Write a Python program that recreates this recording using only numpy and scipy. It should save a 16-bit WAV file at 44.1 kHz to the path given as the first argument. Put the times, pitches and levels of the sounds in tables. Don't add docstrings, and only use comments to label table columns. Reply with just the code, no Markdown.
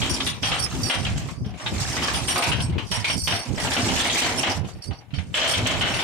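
import sys
import numpy as np
from scipy import signal
from scipy.fft import rfft, irfft, next_fast_len
from scipy.io import wavfile
from scipy.ndimage import uniform_filter1d, minimum_filter1d, map_coordinates

SR = 44100
rng = np.random.default_rng(int(sys.argv[2]) if len(sys.argv) > 2 else 0)


def write(x):
    x = np.atleast_2d(x).T
    wavfile.write(sys.argv[1], SR, np.round(np.clip(x, -1, 1) * 32767).astype(np.int16))


N = 266187

# t/s, rattle/dB, scrape/dB, jingle/dB
HAUL_LEVELS = [(0.0, -27, -35, -44), (0.28, -37, -37.5, -36), (0.4, -41.5, -61, -71),
               (0.44, -29.5, -36, -39), (0.68, -37, -41.5, -49), (0.86, -33.5, -41, -38),
               (1.11, -34, -44, -55), (1.33, -43.5, -49, -52), (1.4, -106, -72, -61), (1.46, -53, -83, -55),
               (1.58, -40.5, -49.5, -79), (1.8, -31, -33, -39), (2.5, -31.5, -38.5, -35),
               (2.6, -35.5, -62, -49), (2.78, -42, -60, -68), (2.89, -57, -53, -38),
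               (2.93, -56, -42, -44.5), (3.25, -45.5, -65, -35.5), (3.29, -27, -43, -32.5),
               (3.41, -37, -50, -35), (3.52, -40.5, -41, -70), (3.66, -34, -31.5, -32),
               (3.95, -27, -25, -41), (4.1, -42, -34, -36), (4.2, -13.5, -18.5, -51),
               (4.34, -33.5, -36, -43), (4.44, -17, -30, -40), (4.57, -44, -41.5, -41),
               (4.63, -54, -69, -55), (4.69, -51, -47.5, -51), (4.77, -48.5, -74, -62),
               (5.04, -61, -71, -75), (5.33, -51, -58, -74), (5.35, -21, -32.5, -46), (5.55, -24, -37, -34),
               (5.65, -25.5, -37.5, -59), (5.7, -26.5, -36, -68), (6.04, -26, -42, -32)]
# t/s, level/dB, low-mode weight/dB, damping factor, favoured f/Hz
PLATE_CLANKS = [(0.0167, -14.5, -14, 0.85, 3100), (0.1637, -25, -24, 1.6, 3200),
                (0.203, -15, -10, 2.4, 3400), (0.266, -14, -18, 1.26, 3760),
                (0.4316, -15, -1.5, 0.61, 3050), (0.5171, -15.5, -2, 0.89, 2960),
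                (0.664, -26.5, 5, 4.5, 2210), (0.898, -9, -3, 1.17, 3300), (1.0507, -18.5, -8, 2, 3100),
                (1.066, -21, 1, 2.3, 2400), (1.177, -31, -8, 3, 4200), (1.2868, -34, 14, 3, 2140),
                (1.446, -41, 7, 0.47, 3160), (1.598, -33.5, 9, 0.57, 1810), (1.662, -15.5, -5, 2.3, 3740),
                (1.9404, -26.5, 6, 1.7, 1630), (1.9662, -20.5, -4, 0.89, 2100),
                (2.0219, -19, 2, 0.75, 3040), (2.082, -14, 1.5, 2, 1620), (2.1423, -19, -2.5, 1.35, 3230),
                (2.282, -16.5, -2, 0.92, 3100), (2.358, -14, 4.5, 1.1, 1150),
                (2.4243, -14, -2.5, 0.59, 2320), (2.5171, -13, -6.5, 1.3, 3000),
                (2.604, -20.5, -11, 3.4, 3020), (2.782, -23, 1.5, 1.4, 2880),
                (2.9159, -18.5, -3.5, 0.76, 3080), (2.9474, -23.5, -0.5, 0.77, 2090),
                (3.044, -5.5, -11.5, 1.64, 2220), (3.0988, -12.5, -2.5, 2.2, 3120),
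                (3.273, -10.5, -4.5, 1.16, 3150), (3.3214, -11, -3.5, 1.53, 724),
                (3.5777, -23.5, 5, 1.06, 1970), (3.6009, -26, 4, 1.5, 2900), (3.6465, -21, 8, 1.7, 1780),
                (3.672, -20, 3, 2.8, 2870), (3.717, -17.5, -4, 0.36, 1810), (3.766, -10.5, 2, 1.5, 2740),
                (3.844, -20, -6, 1.1, 2170), (3.8851, -13.5, 2.5, 1.6, 2930), (3.9384, -38, -4, 1.8, 2500),
                (3.9608, -19.5, -10, 0.27, 3020), (3.9962, -12, -3, 0.84, 3420),
                (4.0538, -15.5, 0.5, 1.03, 2170), (4.0974, -10.5, -34, 1.3, 3430),
                (4.1735, -13, -9.5, 0.35, 2070), (4.3784, -23, -16, 1.8, 3050),
                (4.4317, -8, -1.5, 1.14, 3030), (4.646, -36, 6, 1.6, 2770), (4.686, -40.5, 13, 3.6, 1900),
                (4.909, -34.5, 10, 1.65, 2930), (5.008, -47.5, 12.5, 1.8, 2200),
                (5.106, -44.5, -1, 0.77, 2600), (5.138, -28.5, -7, 1.3, 3050),
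                (5.184, -25.5, 0.5, 2.26, 2270), (5.3411, -15.5, -7.5, 0.25, 3150),
                (5.4147, -13, -15.5, 0.25, 3020), (5.5367, -13, -17, 1.26, 3200),
                (5.6622, -12, -3, 0.75, 3100), (5.746, -25, 1, 3.2, 3150), (5.81, -12, -4, 0.51, 3000),
                (5.938, -18, -17, 1, 2700), (5.9891, -19.5, -5, 0.48, 3300)]
# f/Hz, level/dB
PLATE_SPECTRUM = [(200, -35), (260, -6.5), (400, -11.5), (620, -6), (1000, -6.5), (1800, -4.5),
                  (3050, -2.5), (4000, -7), (5000, -18), (7000, -26)]
# f/Hz, t60/s
PLATE_DECAY = [(300, 0.62), (1200, 0.45), (3000, 0.27), (7000, 0.43)]
# t/s, f/Hz
PLATE_LOW_GROUP = [(0, 1060), (1.5, 965), (2.5, 970), (3.3, 792), (6.04, 594)]
# f/Hz, pan/dB (left minus right throughout)
PLATE_PAN = [(500, -0.5), (1200, -1), (2800, 3), (5000, 0)]
# t/s, level/dB, bright mode f/Hz, 2nd mode/dB, 1st mode/dB, pan/dB, damping factor
LINK_CLINKS = [(0.0941, -19.5, 9000, 0.5, -3, 2, 2.3), (0.258, -21.5, 9000, -11, -8, -4, 1.9),
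               (0.4256, -30, 8830, 3.5, 2, -13, 1.7), (0.5887, -19.5, 8900, -10, -3, -5.5, 1.6),
               (0.608, -25, 8700, 4, -3, -9, 2.3), (0.83, -24, 8680, -3, -1, -10.5, 1.05),
               (0.867, -26, 8630, -2, -4, -8, 1.7), (0.883, -29, 8730, -8, -9, -7, 1),
               (0.937, -37.5, 8900, -18, -15, -9, 0.99), (1.355, -55, 8730, -2, 9, 2, 1.1),
               (1.599, -45.5, 8630, 3.5, -3, -3, 0.91), (2.134, -21.5, 9040, -9, -4, -4, 1.5),
               (2.214, -31, 8600, -5, -9, -5, 1.2), (2.2746, -14, 8720, -9, -11, -4, 1.4),
               (2.281, -28, 8700, -8, -11, -3, 1), (2.3064, -36, 8780, -7, -19, -12, 0.72),
               (2.386, -28, 8700, -16, -17, 0, 1.1), (2.4192, -25, 8600, -6, -8, -3, 1.1),
               (2.4816, -27.5, 8520, -18, -15, -2, 0.9), (2.6027, -22, 8500, -10, -12, -2, 1.6),
               (2.9117, -23.5, 8590, -1.5, -5, -5.5, 0.96), (2.9347, -38, 8470, -2, -13, -1, 0.9),
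               (3.077, -29, 8800, 3, 2, -14, 2.1), (3.094, -45, 8730, 16, 13, -5, 0.74),
               (3.1764, -22.5, 8720, -6, -3.5, -4.5, 0.96), (3.2955, -29, 8620, 2, -1, -6, 0.49),
               (3.394, -42, 8740, 8, -5, -9, 1.2), (3.599, -28.5, 8900, -3, -4, -10, 1.4),
               (3.73, -32, 8660, 3, -9, -6, 1.3), (3.815, -38.5, 8670, 12, 8, -1, 0.75),
               (3.879, -33, 8550, -12, -12, 0, 1.1), (4.163, -40, 8500, 5, 2, -7, 1.6),
               (4.376, -16, 8540, -2, -15, -14, 4.5), (4.492, -44, 8430, 8, 7, -9, 1.1),
               (4.716, -61, 8500, -2, 14, -8, 1.3), (4.8206, -37, 8600, -1, 6.5, -4, 1.34),
               (4.842, -39.5, 8480, -14, -13, -6, 1.6), (4.9294, -61.5, 8600, 12, 20, -7, 1.4),
               (5.141, -53.5, 8630, 9, 15, -12, 1.6), (5.3857, -45, 8340, 9, 5, -12, 1.1),
               (5.503, -34, 8340, -8, -4, -13, 0.97), (5.898, -46, 8870, 5, -8, -19, 0.88),
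               (5.9403, -28, 8840, -3, 0, -8, 1.3)]
# f/Hz, level/dB, t60/s, relative pitch spread between links
LINK_MODES = [(4576, 4, 0.13, 0.0223), (5500, 6.5, 0.15, 0.0308), (7470, -6.5, 0.063, 0.042),
              (8615, 1, 0.17, 0.0144), (10040, -7.5, 0.22, 0.0171), (12700, -13, 0.07, 0.016),
              (13100, -16, 0.091, 0.014)]
# f/Hz, level/dB
RUST_SPECTRUM = [(900, -15), (2000, -13.5), (3600, -12), (5200, -10), (6900, -8.5), (8400, -12),
                 (9500, -23), (10800, -20.5), (11800, -31), (14200, -25.5), (15700, -48)]
# t/s, level/dB
RUST_SCUFFS = [(0.258, -28), (1.176, -32.5), (2.42, -34), (4.17, -33), (4.376, -36), (4.674, -43),
               (4.84, -41), (5.668, -20), (1.94, -39)]
# f/Hz, width/Hz, level/dB
HULL_MODES = [(180.4, 18, -6.5), (257, 35, 2), (353.7, 28, -2.5), (408, 53, -8), (660, 20, -12),
              (767, 20, -12.5), (880, 21, -11.5)]
# t/s, length/s, level/dB
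HULL_BOOMS = [(0.0, 0.28, -34.5), (0.73, 0.16, -33), (1.45, 0.065, -56), (1.9, 0.5, -38),
              (2.91, 0.015, -53), (2.98, 0.023, -58), (3.13, 0.052, -37.5), (3.49, 0.052, -32.5),
              (3.6, 0.11, -35), (3.77, 0.16, -26.5), (3.94, 0.58, -33.5), (5.58, 0.067, -32),
              (5.68, 0.25, -38)]
# t/s, length/s, level/dB
PORT_GUSTS = [
    [(0.09, 0.078, -28), (0.17, 0.25, -39.5), (0.42, 0.26, -30), (0.72, 0.16, -25), (1.03, 0.31, -26.5),
     (1.4, 0.18, -27.5), (1.64, 0.32, -34), (1.9, 0.5, -31), (2.48, 0.38, -26.5), (3.2, 0.085, -37),
     (3.32, 0.091, -31), (3.55, 0.37, -29), (3.95, 0.86, -36.5), (4.87, 0.47, -45.5), (5.3, 0.26, -35.5),
     (5.57, 0.091, -28.5), (5.7, 0.32, -32)],
    [(0.0, 0.059, -19.5), (0.09, 0.26, -32.5), (0.41, 0.24, -26), (0.7, 0.17, -25), (0.96, 0.33, -24),
     (1.34, 0.2, -30), (1.64, 0.42, -28), (2.11, 0.19, -27.5), (2.34, 0.43, -27.5), (2.9, 0.31, -28.5),
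     (3.27, 0.073, -26), (3.49, 0.12, -23), (3.68, 0.036, -30), (3.78, 0.21, -25), (3.98, 0.18, -37),
     (4.23, 0.23, -27), (4.56, 0.11, -23), (4.74, 0.059, -37), (4.87, 0.06, -25), (5.12, 0.12, -29),
     (5.25, 0.065, -31.5), (5.39, 0.16, -34.5), (5.55, 0.26, -27), (5.81, 0.19, -30)],
]
# f/Hz, level/dB
GUST_SPECTRUM = [(15, -43), (30, -19), (60, 0.5), (110, 2), (170, -2.5), (260, -12.5), (420, -17.5),
                 (800, -32), (1500, -48), (3300, -120)]
# t/s, level/dB, f/Hz, pan/dB
LOW_THUMPS = [(0.424, -23.5, 256, -13), (0.722, -23, 117, -11), (0.764, -33, 81.4, -5),
              (0.844, -23, 140, 10), (0.997, -22, 91, -12.0), (1.104, -18.5, 93, -9),
              (1.164, -17.5, 134, 9), (1.414, -19, 119, 14), (1.461, -17.5, 201, 4), (1.763, -17, 94, -3),
              (1.809, -20, 131, -10), (2.495, -24, 151, -22), (2.581, -17, 210, -6), (2.637, -13, 116, -7),
              (2.69, -13.5, 167, 6), (2.722, -19, 99, 13), (2.759, -24, 168, -5), (2.906, -25.5, 177, -25),
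              (2.974, -33.5, 111, -44), (3.011, -33, 102, -27), (3.157, -24, 196.5, -24),
              (3.223, -28, 78, 27), (3.333, -21.5, 103.6, 12), (3.459, -22, 247, -4),
              (3.505, -26, 102.4, -30), (3.699, -27, 81.5, 0), (3.787, -7.5, 255, 5),
              (3.829, -10.5, 107.8, -4), (3.898, -22, 268, -0.5), (4.483, -21.5, 98.5, -14),
              (4.898, -28, 119, 8), (5.132, -23, 134, -23), (5.178, -24, 86, -28.5),
              (5.592, -20.5, 111.5, -6), (5.629, -11, 114.4, 2)]
# f/Hz, level/dB
DRONE_SPECTRUM = [(24, -31), (60, -9), (100, 14), (330, -13), (640, -9), (1000, -9), (3000, -19),
                  (7000, -62), (10000, -24), (15700, -33)]
# f/Hz, correlation
PORT_CORRELATION = [(60, 0.56), (130, 0.87), (290, 0.74), (640, 0.82), (1410, 0.24), (3100, 0.043),
                    (6820, -0.057), (15000, -0.013)]

RATTLE_DB, RATTLE_WEIGHT_DB, RATTLE_DAMPING, RATTLE_HZ = 1.5, 5.5, 1.18, 2380
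RING_DB, CRACK_SHARE, CHATTER_DB = -4.5, 0.38, 0.5
JOLT_S, SHAKEN_DB, SHAKEN_FADE_DB_PER_S = 0.009, -23, 137
LOOSE_LOW_DB, MODE_SWELL_DB = -0.5, 3.5
CLANK_RUST_DB, CLINK_RUST_DB, RUST_FADE_DB_PER_S, SCUFF_FADE_DB_PER_S = -25, -20.5, 236, 400


def plate_clanks(count=380, rattles=170):
    t = np.arange(SR // 4) / SR
    hz = 200 + 6800 * ((np.arange(count) + rng.random(count)) / count) ** 1.3
    t60_s = along(PLATE_DECAY, hz) * np.exp(0.093 * rng.standard_normal(count))
    modes = damped_sines(hz[:, None], t60_s[:, None], t)

    rattle_s = (np.arange(rattles) + rng.random(rattles)) * (N - 1) / SR / rattles
    rattle_db = haul_db()[0][(rattle_s * SR).astype(int)] + RATTLE_DB + 1.17 * rng.standard_normal(rattles)
    rattle_hz = RATTLE_HZ * np.exp(0.18 * rng.standard_normal(rattles))
    rattle = np.broadcast_arrays(rattle_s, rattle_db, RATTLE_WEIGHT_DB, RATTLE_DAMPING, rattle_hz)
    blows = np.vstack([np.transpose(rattle), PLATE_CLANKS])
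    blow_s, blow_db, weight_db, dampings, spot_hz = blows.T

    mid, side = rng.standard_normal((len(blows), 2, count)).transpose(1, 0, 2)
    mid = mid * np.cos(side_angle_rad(hz)) - CRACK_SHARE
    side = side * np.sin(side_angle_rad(hz))
    low_hz = np.interp(blow_s, *np.transpose(PLATE_LOW_GROUP))
    low_hz *= np.exp(0.2 * rng.standard_normal(len(blows)))
    favoured_hz = np.transpose([spot_hz, low_hz])[..., None]
    spot_db = 7 * np.exp(-(np.log(hz / favoured_hz) / 0.12) ** 2).sum(axis=1)
    heavy_db = weight_db[:, None] / (1 + (hz / 1400) ** 4)
    shape = amp(along(PLATE_SPECTRUM, hz)) * hz ** 0.11
    strength = shape / np.linalg.norm(shape) * amp(heavy_db + spot_db + blow_db[:, None] + RING_DB)
    port_gains = np.float32(np.stack([mid + side, mid - side], 1) * strength[:, None])
    rings = (port_gains.reshape(-1, count) @ modes).reshape(len(blows), 2, -1)

    attack = (1 - np.exp(-t / 0.00038)) * (1 + 0.092 * amp(-60 * t / 0.0011))
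    track = np.zeros((2, N + SR))
    for start_s, damping, ring in zip(blow_s, dampings, rings):
        bent_s = t * (1 + 0.0196 * rng.standard_normal())
        ring = np.array([np.interp(bent_s, t, port) for port in ring])
        fade = amp(-150 * t * (damping - 1)) * np.minimum(1, (t[-1] - t) * 20)
        add(track, start_s, ring * fade * attack)
    chatter = unit_rms(amp(CHATTER_DB * wobble(160)))
    return filtered(track[:, :N] * chatter, lambda f: amp(along(PLATE_PAN, f) * [[.5], [-.5]]))


def link_clinks(count=8):
    t = np.arange(SR // 4) / SR
    hz, mode_db, t60_s, spread = np.transpose(LINK_MODES)[..., None]
    envelope = (1 - np.exp(-t / 0.0015)) * np.minimum(1, (t[-1] - t) * 20)
    bright = abs(hz - 8650) < 500
    track = np.zeros((2, N + SR))
    for start_s, db, bright_hz, second_db, first_db, pan_db, damping in LINK_CLINKS:
        scatter = rng.standard_normal((4, count, len(LINK_MODES), 1))
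        detune = spread * scatter[0]
        other_hz = hz * (bright_hz / hz[bright]) ** 0.7
        tuned_hz = np.where(bright, bright_hz * (1 + .5 * detune), other_hz * (1 + detune))
        ring = damped_sines(tuned_hz, t60_s / damping * np.exp(0.15 * scatter[1]), t) * envelope
        low_db = np.where(hz < 5000, first_db, second_db) * (hz < 6000)
        gain = amp(db - 12 + mode_db + low_db + 2.0 * scatter[2:])
        gain *= rng.choice([-1, 1], size=gain.shape)
        for link in range(count):
            add(track, start_s + link * JOLT_S * rng.random(), gain[:, link, :, 0] @ ring[link], pan_db)
    chatter = amp(2.3 * np.array([wobble(120), wobble(120)]))
    return track[:, :N] * chatter


def link_jingle(count=8, touches_per_s=250):
    touches = rng.standard_normal((2, N)) * (rng.random(N) < touches_per_s / SR)
    touches *= amp(3.9 * wobble(26.18))
    shaken = amp(2 * SHAKEN_DB) * tail_power(PLATE_CLANKS, SHAKEN_FADE_DB_PER_S)
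    level = np.sqrt(amp(2 * haul_db()[2]) + shaken)
    driven, steady = 0, 0
    for hz, mode_db, t60_s, spread in LINK_MODES:
        tuned_hz = hz * (1 + 1.51 * spread * rng.standard_normal(count))
        width_hz = 4.5 / t60_s
        modes = [(link_hz, width_hz, width_hz ** -0.5) for link_hz in tuned_hz]
        gain = amp(mode_db + LOOSE_LOW_DB * (hz < 6000)) * unit_rms(amp(MODE_SWELL_DB * wobble(9)))
        driven += resonate(gain * level * touches, modes)
        steady += resonate(gain * touches, modes)
    return driven / np.std(steady) * amp([[-2.2], [2.2]])


def rust_scrape():
    grit = rng.standard_normal((2, N))
    grit *= amp(1.3 * rng.standard_normal(N) + 1.77 * wobble(40) + 1.7 * wobble(150))
    spectra = signal.stft(grit, nperseg=256)[2]
    patches = uniform_filter1d(rng.standard_normal(spectra.shape[1:]), size=4, axis=0)
    patches = uniform_filter1d(patches, size=12, axis=1)
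    grit = signal.istft(spectra * amp(2.6 * unit_rms(patches)), nperseg=256)[1][:, :N]
    power = (amp(2 * haul_db()[1])
             + amp(2 * CLANK_RUST_DB) * tail_power(PLATE_CLANKS, RUST_FADE_DB_PER_S)
             + amp(2 * CLINK_RUST_DB) * tail_power(LINK_CLINKS, RUST_FADE_DB_PER_S)
             + tail_power(RUST_SCUFFS, SCUFF_FADE_DB_PER_S))
    return np.sqrt(power) * amp([[-1.5], [1.5]]) * stereo(grit, RUST_SPECTRUM)


def link_ticks(count=2400, samples=256, median_hz=3620, decay_cycles=9, drag_db=-4.5, clank_db=-26):
    starts = (np.sort(rng.random(count)) * N).astype(int)
    scatter = rng.standard_normal((count, 4))
    hz = np.clip(median_hz * np.exp(0.56 * scatter[:, :1]), 1200, 8800)
    t = np.arange(samples) / SR
    envelope = np.exp(-hz * t / decay_cycles) * (1 - t / t[-1]) * (1 - np.exp(-hz * t))
    ring = np.sin(2 * np.pi * hz * t) * envelope
    index = (starts[:, None] + np.arange(samples)).ravel()
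    gain = amp(3.1 * scatter[:, 1:2] + 3.8 * scatter[:, 2:]) * rng.choice([-1, 1], size=(count, 2))
    ticks = [np.bincount(index, (ring * gain[:, [port]]).ravel(), N + samples)[:N] for port in range(2)]
    dragged = amp(2 * (haul_db()[1] + drag_db))
    jolted = amp(2 * clank_db) * tail_power(PLATE_CLANKS, RUST_FADE_DB_PER_S)
    return np.sqrt(dragged + jolted) * unit_rms(np.array(ticks))


def hull_boom():
    power = spell_power(HULL_BOOMS, edge_s=0.0056)
    knocks = rng.standard_normal((2, N)) * amp(1.94 * wobble(25)) * np.sqrt(power)
    shared, apart = resonate(knocks, [(hz, width_hz, amp(db)) for hz, width_hz, db in HULL_MODES])
    boom = np.array([shared + 0.39 * apart, shared - 0.083 * apart])
    return np.sqrt(np.mean(power)) * unit_rms(boom)


def wind_gusts(lull_db=-85, flutter_above_hz=227, flutter_db=4):
    level = np.sqrt([spell_power(port, edge_s=0.043) + amp(2 * lull_db) for port in PORT_GUSTS])
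    eddies = filtered(rng.standard_normal((2, N)), lambda hz: amp(along(GUST_SPECTRUM, hz)))
    eddies = unit_rms(eddies + 0.17 * eddies[::-1])
    crested = filtered(eddies + 0.19 * eddies ** 2, lambda hz: 1 / (1 + (40 / (hz + 1)) ** 4))
    upper = filtered(crested, lambda hz: 1 - 1 / (1 + (hz / flutter_above_hz) ** 4))
    flutter = upper * (unit_rms(amp(flutter_db * wobble(14))) - 1)
    lumps = amp(3.7 * np.array([wobble(26), wobble(19)]))
    return level * unit_rms(lumps * (crested + flutter))


def low_thumps(decay_cycles=2.53, overtone_db=-11):
    t = np.arange(SR // 8) / SR
    track = np.zeros((2, N + SR))
    for start_s, db, hz, pan_db in LOW_THUMPS:
        phase = 2 * np.pi * hz * t
        swing = np.sin(phase) + amp(overtone_db) * np.sin(2.1 * phase + 2 * np.pi * rng.random())
        envelope = np.exp(-hz * t / decay_cycles) * (1 - np.exp(-t / 0.0031))
        add(track, start_s, amp(db - 3.0) * envelope * swing, pan_db)
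    return track[:, :N]


def far_drone(level_db=-55.5):
    return amp(level_db + 0.54 * wobble(1.4)) * stereo(rng.standard_normal((2, N)), DRONE_SPECTRUM)


def amp(db):
    return 10 ** (np.asarray(db) / 20)


def unit_rms(x):
    return x / np.sqrt(np.mean(x ** 2) + 1e-20)


def along(points, hz):
    knots_hz, values = np.transpose(points)
    return np.interp(np.log(hz + 1), np.log(knots_hz + 1), values)


def haul_db():
    knots_s, *levels = np.transpose(HAUL_LEVELS)
    return [np.interp(np.arange(N) / SR, knots_s, db) for db in levels]


def wobble(knots_per_s):
    knots = rng.standard_normal(int(N * 200 / SR) + 4)
    return map_coordinates(knots, [np.arange(N) * knots_per_s / SR])


def spell_power(spells, edge_s):
    t = np.arange(N) / SR
    return sum(amp(2 * db) * np.clip(np.minimum(t - s, s + length_s - t) / edge_s + .5, 0, 1) ** 2
               for s, length_s, db in spells)


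def tail_power(events, fade_db_per_s, rise_s=0.0027):
    blows = np.zeros(N)
    for start_s, db, *_ in events:
        blows[int(start_s * SR)] = amp(2 * db)
    rise, fall = np.exp(-1 / (rise_s * SR)), amp(-2 * fade_db_per_s / SR)
    return signal.lfilter([1 - rise], np.convolve([1, -rise], [1, -fall]), blows)


def damped_sines(hz, t60_s, t):
    t, hz, t60_s = (np.float32(v) for v in (t, hz, t60_s))
    return np.exp(-np.float32(np.log(1000)) * t / t60_s) * np.sin(np.float32(2 * np.pi) * hz * t)


def filtered(x, response):
    size = next_fast_len(N + 8192)
    return irfft(rfft(x, size) * response(np.fft.rfftfreq(size, 1 / SR)), size)[..., :N]


def resonate(x, modes):
    return filtered(x, lambda f: sum(
        (-1) ** k * gain * 1j * f * width_hz / (hz * hz - f * f + 1j * f * width_hz)
        for k, (hz, width_hz, gain) in enumerate(modes)))


def side_angle_rad(hz):
    return np.arccos(along(PORT_CORRELATION, hz)) / 2


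def stereo(pair, spectrum):
    def response(hz):
        angle = side_angle_rad(hz)
        return amp(along(spectrum, hz)) * [np.cos(angle), np.sin(angle)]
    mid, side = filtered(pair, response)
    return unit_rms(np.array([mid + side, mid - side]))


def add(track, start_s, sound, pan_db=0):
    track[:, int(round(start_s * SR)):][:, :sound.shape[-1]] += sound * amp([[pan_db / 2], [-pan_db / 2]])


def scene():
    chain = plate_clanks() + link_clinks() + link_jingle() + rust_scrape() + link_ticks()
    return chain + hull_boom() + wind_gusts() + low_thumps() + far_drone()


def record(dry):
    threshold_db, ceiling, top_hz = -20, 0.4, 15800
    rms = np.sqrt(np.abs(uniform_filter1d(np.mean(dry ** 2, axis=0), size=256)))
    needed = np.minimum(1, (amp(threshold_db) / (rms + 1e-9)) ** 0.93)
    gain = uniform_filter1d(minimum_filter1d(needed, size=1024, origin=380), size=256)
    held = dry * gain
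    rounded = held / (1 + np.abs(held / ceiling) ** 4) ** .25
    return filtered(rounded, lambda hz: hz < top_hz)


dry = scene()
out = record(dry)
write(out)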